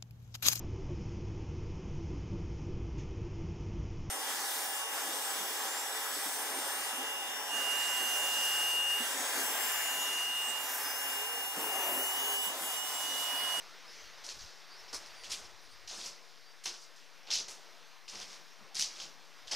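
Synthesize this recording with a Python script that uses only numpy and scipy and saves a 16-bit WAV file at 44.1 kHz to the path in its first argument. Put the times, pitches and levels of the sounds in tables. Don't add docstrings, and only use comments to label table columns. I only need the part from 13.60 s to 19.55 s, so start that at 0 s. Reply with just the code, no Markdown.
import sys
import numpy as np
from scipy import signal
from scipy.fft import rfft, irfft, next_fast_len
from scipy.io import wavfile
from scipy.ndimage import uniform_filter1d, map_coordinates

SR = 44100
rng = np.random.default_rng(int(sys.argv[2]) if len(sys.argv) > 2 else 0)


def decibels_to_gain(level_db):
    exponent = np.asarray(level_db, float) / 20
    return 10 ** exponent


def materialize(psi):
    bounded = np.clip(np.atleast_2d(psi).T, -1, 1)
    quanta = np.round(bounded * 32767).astype(np.int16)
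    wavfile.write(sys.argv[1], SR, quanta)


N = 262561


def unit(x):
    return x / np.sqrt(np.mean(x ** 2) + 1e-20)


def along(points, hz):
    f, v = np.transpose(points)
    return np.interp(np.log(hz + 1), np.log(f + 1), v)


def wobble(rate):
    knots = rng.standard_normal(int(N * 40 / SR))
    return map_coordinates(knots, [np.arange(N) * min(rate, 39) / SR])


def filtered(x, response):
    m = next_fast_len(N + 8192, real=True)
    return irfft(rfft(x, m) * response(np.fft.rfftfreq(m, 1 / SR)), m)[..., :N]


def causal(points):
    def response(hz):
        c = irfft(np.log(decibels_to_gain(along(points, hz))))
        c[1:len(c) // 2] *= 2
        c[len(c) // 2 + 1:] = 0
        return np.exp(rfft(c))
    return response


def noise(spectrum, patchy_db, channels=1):
    z = signal.stft(rng.standard_normal((channels, N)), nperseg=512)[2]
    field = rng.standard_normal(z.shape[1:])
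    field = uniform_filter1d(field, size=6, axis=0)
    field = uniform_filter1d(field, size=10, axis=1)
    x = signal.istft(z * decibels_to_gain(patchy_db * unit(field)), nperseg=512)[1][:, :N]
    return unit(filtered(x, lambda hz: decibels_to_gain(along(spectrum, hz))))


def swells(s, db, rise, fall, since=0):
    t = np.arange(0, N + 64, 64)[:, None] / SR
    below = np.maximum((s - t) / np.abs(rise), (t - s) / np.abs(fall))
    each = (t >= since) * decibels_to_gain(db - 20 * below)
    total = np.sqrt(np.sum(each ** 2, axis=1)) + 1e-9
    return np.interp(np.arange(N) / SR, t[:, 0], total)


def rings(start, gain, hz, cycles, size):
    k = np.arange(size)
    turn = k * hz[:, None] / SR
    wave = gain[:, None] * np.sin(2 * np.pi * turn) * np.exp(-turn / cycles) * np.tanh(1.75 * turn)
    return np.bincount((start[:, None] + k).ravel(), wave.ravel(), N + size)[:N]


# peak_s, grit_db, fall_20db_s, pebble_share_db, sand_share_db
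HEEL_LANDINGS = [(0.642, -47, 0.3, -10, -14.5), (.793, -54, 0.5, -12, -27), (1.335, -45, 0.1, -14, -11),
                 (1.462, -60, 0.3, -3, -12.5), (1.641, -47, 0.28, -2, -15), (1.702, -44, .1, -2, -17),
                 (2.281, -48.5, 0.45, -15, -25), (3.041, -48.5, .1, -8, -6), (3.06, -38, 0.09, -3, -14.5),
                 (3.36, -58, 0.13, -14, -14), (3.672, -50.5, .3, 1, -25), (3.71, -39, .06, -10.5, -16),
                 (3.886, -51, .15, -7, -9), (4.486, -45, 0.13, -15, -21.5), (5.152, -44.5, 0.33, -3, -15),
                 (5.873, -49.5, .3, -6, -20), (5.917, -39, 2, -16, -19)]
LAND_S = 0.006


def touchdown(s):
    landed = np.array([row[0] for row in HEEL_LANDINGS]) - LAND_S
    return landed[np.maximum(np.searchsorted(landed, s) - 1, 0)]


# time_s, level_db
SEA_OPENNESS = [(0, 5.5), (.1, 3.5), (.55, 3.5), (.95, 1), (1.4, 3.5), (2.0, 0.5), (2.45, 0.5), (3.0, -1),
                (3.5, -0.5), (4.1, 0), (4.4, -1.5), (4.65, 0), (5.6, -1), (5.95, 1.5)]


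def openness():
    s, db = np.transpose(SEA_OPENNESS)
    return np.interp(np.arange(N) / SR, s, db)


# pitch_hz, level_db (per Hz)
SURF_COLOUR = [(60, -56), (130, -24), (250, -9.5), (450, -3), (1000, -1.5), (2000, -1.5), (3500, -6),
               (6000, -11.5), (8000, -24), (12000, -25.5), (15000, -24)]


def surf(open_db):
    level_db = -59 + open_db + 0.5 + 0.82 * wobble(4.42)
    return decibels_to_gain(level_db) * noise(SURF_COLOUR, patchy_db=1.35)[0]


# pitch_hz, level_db (per Hz)
RUSTLE_COLOUR = [(2000, -27), (3500, -3.5), (5300, 0), (6300, -5), (7200, -14), (10000, -22), (15000, -50)]


def rustle(open_db):
    level_db = -61 + 1.22 * open_db - 2.0 + 0.88 * wobble(7.9)
    return decibels_to_gain(level_db) * noise(RUSTLE_COLOUR, patchy_db=2.0)[0]


# pitch_hz, level_db (per Hz)
WIND_COLOUR = [(5, -25), (15, 1.5), (35, -0.5), (70, -7), (120, -11.5), (300, -40)]
# peak_s, level_db, rise_or_fall_20db_s
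WIND_GUSTS = [(0, -74, -0.4), (.27, -73, 0), (.52, -73.5, 0.4), (.68, -84, 4), (.77, -59.5, 0.04),
              (.84, -57.5, 0.05), (1.19, -80, 0.2), (1.36, -70, .15), (1.53, -74, .2), (1.62, -76, .15),
              (1.72, -70, -0.2), (1.83, -70, .1), (1.94, -73, 0.3), (2.15, -73.5, .12), (2.25, -73, 0.3),
              (2.44, -91, 3), (3.76, -75, 0.2), (5.2, -85, 1), (5.73, -79, .1), (5.88, -71.5, .08)]


def wind():
    s, db, width = np.transpose(WIND_GUSTS)
    breeze_db = -87.5
    gusts = np.hypot(decibels_to_gain(breeze_db), swells(s, db, width, width))
    return gusts * decibels_to_gain(6.0 + 1.6 * wobble(13)) * noise(WIND_COLOUR, patchy_db=2.0)[0]


# pitch_hz, level_db (per Hz)
JOLT_COLOUR = [(60, -43), (100, -3.5), (170, 2), (280, -1.5), (450, -33.5)]
# peak_s, sole_db, sole_fall_20db_s, jolt_db
FOOT_PUSHES = [(.68, -53, 0.1, -73), (.83, -71, .2, -77), (1.336, -45.5, 0.06, -68.5),
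               (1.42, -56, -0.06, -77.5), (1.69, -52.5, .3, -69), (1.8, -57, 0.4, -65),
               (2.329, -53, 0.44, -66), (2.44, -64, -0.2, -63.5), (3.061, -47, .15, -74),
               (3.43, -77, -9, -77), (3.69, -51.5, .2, -82), (3.76, -52, 0.24, -68),
               (3.89, -57, 0.44, -66.5), (4.54, -52.5, 0.43, -63), (4.64, -78, -0.3, -66),
               (5.002, -60, 0.8, -69), (5.158, -53.5, 0.63, -62), (5.43, -57.5, .2, -65),
               (5.931, -47.5, 2, -73)]
PUSH_S = 0.063


def jolts():
    s, _, _, jolt_db = np.transpose(FOOT_PUSHES)
    sway_db, shake_s = -84, 0.2
    shakes = np.hypot(decibels_to_gain(sway_db), swells(s, jolt_db, PUSH_S, shake_s, since=touchdown(s)))
    return shakes * decibels_to_gain(1.8 * wobble(15)) * noise(JOLT_COLOUR, patchy_db=3.0)[0]


# start_s, length_s, pitch_hz, level_db, octave_share_db
STRAP_WHISTLES = [
    (1.534, 0.15, 4720, -57.5, -9),
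    (2.836, 0.1, 4680, -61.5, -18),
]
# start_s, length_s, pitch_hz, level_db, octave_share_db
STRAP_RUBS = [
    (1.08, 0.11, 4750, -55, -25),
    (0.241, 0.16, 5150, -56.5, -15),
    (0.3, 0.24, 6100, -59, -33),
    (0.435, 0.0904, 4400, -62, -23),
    (1.164, 0.07, 5400, -55, -21.5),
    (1.27, 0.053, 5360, -54, -34),
    (1.833, 0.049, 5380, -56, -26),
    (2.008, 0.07, 4900, -65, -6),
    (2.09, 0.068, 4600, -63, -5),
]


def squeaks():
    out = np.zeros(N + SR)
    whistles = [(*row, 30) for row in STRAP_WHISTLES]
    rubs = [(*row, 350) for row in STRAP_RUBS]
    for s, length, hz, db, octave_db, blur_hz in whistles + rubs:
        n = round(length * SR)
        wander = uniform_filter1d(rng.standard_normal(SR // 4), size=12)[:n]
        phase = np.cumsum(2 * np.pi * hz / SR + np.sqrt(2 * np.pi * blur_hz / SR) * wander)
        swell = np.sin(np.pi * np.arange(n) / n)
        tone = np.sin(phase) + decibels_to_gain(octave_db) * np.sin(2 * phase)
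        out[round(s * SR):][:n] += decibels_to_gain(db + 1.5) * swell * tone
    return out[:N]


# pitch_hz, fall_60db_s
CAVE_DECAY = [(200, 0.18), (2000, 0.13), (6000, 0.3), (12000, 0.12)]


def cave(x):
    out, parts = np.zeros(N + SR), 12
    edge = np.linspace(0, N, parts + 1).astype(int)
    for a, b in zip(edge, edge[1:]):
        hz, t, z = signal.stft(rng.standard_normal(SR // 2), SR, nperseg=256)
        fading = z * decibels_to_gain(-60 * t / along(CAVE_DECAY, hz)[:, None])
        tail = signal.istft(fading, SR, nperseg=256)[1][:SR // 2]
        wet = signal.fftconvolve(x[a:b], tail / np.linalg.norm(tail))
        out[a + 130:][:len(wet)] += wet
    return out[:N]


# start_s, peak_db, ring_hz, snap_share_db
STONE_CLACKS = [(0.6643, -29.5, 5990, -17), (0.6892, -27, 4370, -25), (0.792, -35, 5900, -28),
                (1.3303, -30, 5440, -19), (1.3443, -27.5, 5200, -21), (1.6353, -34, 4670, -27),
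                (1.7046, -33, 4900, -19), (1.7167, -27, 5670, -20), (2.4596, -29, 5900, -21),
                (3.038, -38, 5750, -7), (3.0568, -21, 6260, -22), (3.703, -27, 3500, -32),
                (3.713, -24, 3530, -22), (3.7264, -21, 5220, -26), (3.7363, -17, 5000, -31),
                (3.7862, -26, 4900, -29), (4.4872, -35, 5000, -35), (4.497, -34, 5550, -29),
                (4.555, -30.5, 5900, -26), (5.1531, -26.5, 6100, -12), (5.1665, -24.5, 4460, -20),
                (5.1946, -15.5, 5830, -12), (5.209, -21, 5960, -21), (5.2225, -16, 6070, -27),
                (5.232, -27, 5600, -26), (5.3998, -31.5, 3190, -30), (5.879, -35.5, 3440, -21),
                (5.914, -33, 5400, -22)]
# start_s, peak_db, ring_hz
STONE_TICKS = [(0.6378, -45.5, 5180), (1.46, -38.5, 5600), (2.2786, -51, 5070), (2.413, -35, 3860),
               (3.141, -42, 6000), (3.667, -44.5, 5200), (4.479, -39.5, 4600), (4.482, -43.5, 5100),
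               (4.575, -38, 5840), (4.6802, -42, 5640), (4.7294, -36.5, 5290), (5.3667, -40, 5280),
               (5.8714, -44, 3610)]
# start_s, peak_db, ring_hz, thump_db
STONE_KNOCKS = [
    (2.3095, -38.5, 5200, -37),
    (3.8825, -35, 6480, -42),
    (4.5994, -32.5, 6300, -40),
    (4.992, -57, 5000, -47),
    (5.142, -50, 5000, -46),
    (5.9216, -27.5, 5910, -46),
    (5.931, -28, 5730, -30),
]


def stones():
    snap_db, thump_db = -24, -64
    clack_rows = [(*row, thump_db) for row in STONE_CLACKS]
    tick_rows = [(*row, snap_db, thump_db) for row in STONE_TICKS]
    knock_rows = [(s, db, hz, snap_db, own_thump_db) for s, db, hz, own_thump_db in STONE_KNOCKS]
    return np.transpose(clack_rows + tick_rows + knock_rows)


def clacks():
    s, db, hz, snap_db, thump_db = stones()
    start = ((s + 0.001374) * SR).astype(int)
    ring = rings(start, decibels_to_gain(db + 1), hz, cycles=2.4, size=192)
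    overtone = rings(start, decibels_to_gain(db + snap_db + 13), hz * 1.55, cycles=3.8, size=256)
    tick = rings(start, decibels_to_gain(db - 6.5), np.full_like(hz, 3000), cycles=1.55, size=64)
    thump = rings(start, decibels_to_gain(thump_db - 1.5), np.full_like(hz, 720), cycles=2.7, size=640)
    snap = rings(start, decibels_to_gain(db + snap_db + 14), np.full_like(hz, 10500), cycles=1.6, size=32)
    hum = rings(start, decibels_to_gain(db - 16.5), hz, cycles=22, size=1024)
    return ring + hum + overtone + tick + snap + thump


def grains(count, hz, spread, cycles, scatter_db, size):
    when, large = rng.random((count, 2)).T
    pitch = np.clip(hz * np.exp(spread * rng.standard_normal(count)), 100, SR * .4)
    gain = decibels_to_gain(-scatter_db * np.log(1 - .995 * large))
    return unit(rings((when * N).astype(int), gain, pitch, cycles, size))


def spilled_grit():
    s, db, *_ = stones()
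    kicks = np.bincount((s * SR).astype(int), decibels_to_gain(db - 19.5), N)
    return signal.lfilter([1], [1, -np.exp(-1 / (0.012 * SR))], kicks)


# pitch_hz, level_db (per Hz)
SOLE_COLOUR = [(150, -23), (330, -2), (500, -2), (1000, -0.5), (1600, -3.5), (3000, -42)]


def sole_push(slip):
    s, sole_db, fall, _ = np.transpose(FOOT_PUSHES)
    push = swells(s, sole_db, PUSH_S, fall, since=touchdown(s))
    return decibels_to_gain(3.0) * slip * push * noise(SOLE_COLOUR, patchy_db=0.7)[0]


# peak_s, grit_db, rise_20db_s, pebble_share_db, sand_share_db
WEIGHT_ROLLS = [(0.698, -39.5, -0.03, -9.5, -20), (0.826, -46, .12, -16, -29), (.875, -51.5, .1, -20, -29),
                (1.35, -45.5, -1, -18, -10.5), (1.724, -38, .04, -2, -9.5), (1.85, -55, 7, -9, -14.5),
                (2.325, -43, 5, -10, -26), (2.478, -43, 0.5, -7.5, -14), (3.075, -37, -0.5, -11, -22),
                (3.14, -46.5, 0, -8, -29), (3.24, -54.5, 0.6, -22, -15.5), (3.757, -26, 0.12, -11.5, -23),
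                (3.916, -47, .1, -6.5, -11), (4.52, -50, -1, -3, -19), (4.625, -46, 0.3, -3.5, -17),
                (4.751, -50, 1, -6, -17.5), (5.21, -33.5, 0.13, -9.5, -11.5), (5.234, -32.5, 0.2, -17, -27),
                (5.422, -42.5, .07, -4, -19), (5.46, -50.5, 3, -5, -24), (5.931, -38, 4, -3, -19)]


def footfalls():
    lift_s = 0.074
    rows = [(s, db, LAND_S, fall, *mix) for s, db, fall, *mix in HEEL_LANDINGS]
    rows += [(s, db, rise, lift_s, *mix) for s, db, rise, *mix in WEIGHT_ROLLS]
    s, db, rise, fall, pebble_db, sand_db = np.transpose(rows)
    landed = touchdown(s)
    press = swells(s, db, rise, fall, landed)
    coarse = swells(s, db + pebble_db, rise, fall, landed)
    fine = swells(s, db + sand_db, rise, fall, landed)
    slip = decibels_to_gain(1.2 * wobble(35))
    load = np.hypot(decibels_to_gain(-4.5) * press * slip, spilled_grit())
    grit = grains(count=17000, hz=5640, spread=0.15, cycles=2.7, scatter_db=0.5, size=64)
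    pebbles = grains(count=8000, hz=3174, spread=0.34, cycles=1.9, scatter_db=1.5, size=88)
    sand = grains(count=24000, hz=8800, spread=0.23, cycles=2.9, scatter_db=2.0, size=24)
    pebbles = decibels_to_gain(2.5) * coarse / press * pebbles
    sand = decibels_to_gain(16) * fine / press * sand
    return load * (grit + pebbles + sand) + sole_push(slip)


# pitch_hz, gain_db
PORT_GAIN = [(100, -5.5), (1500, -6.5), (3500, 1.5), (5300, 0.5), (6300, -1), (8000, -7.5), (15000, -16.5)]


def scene():
    open_db = openness()
    background = surf(open_db) + rustle(open_db) + wind() + jolts()
    near = footfalls() + clacks()
    steps = filtered(near + decibels_to_gain(-9.5) * cave(near), causal(PORT_GAIN))
    heard = steps + squeaks() + background
    return np.array([heard, heard])


def band_limit(x):
    return signal.sosfilt(signal.butter(12, 15470, fs=SR, output="sos"), x)


# pitch_hz, level_db (per Hz)
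HISS_COLOUR = [(3000, -20), (7000, -10), (11000, -8), (15000, -10.5)]


def record(dry):
    corner_hz, top_hz = 150, 15300
    right = filtered(dry[1], lambda hz: 1j * hz / (corner_hz + 1j * hz))
    hiss = decibels_to_gain(-74.0) * noise(HISS_COLOUR, patchy_db=4.0, channels=2)
    mix = filtered(np.array([dry[0], right]) + hiss, lambda hz: hz < top_hz)
    mix = mix - [[.002124], [0]]
    return band_limit(mix)


dry = scene()
out = record(dry)
materialize(out)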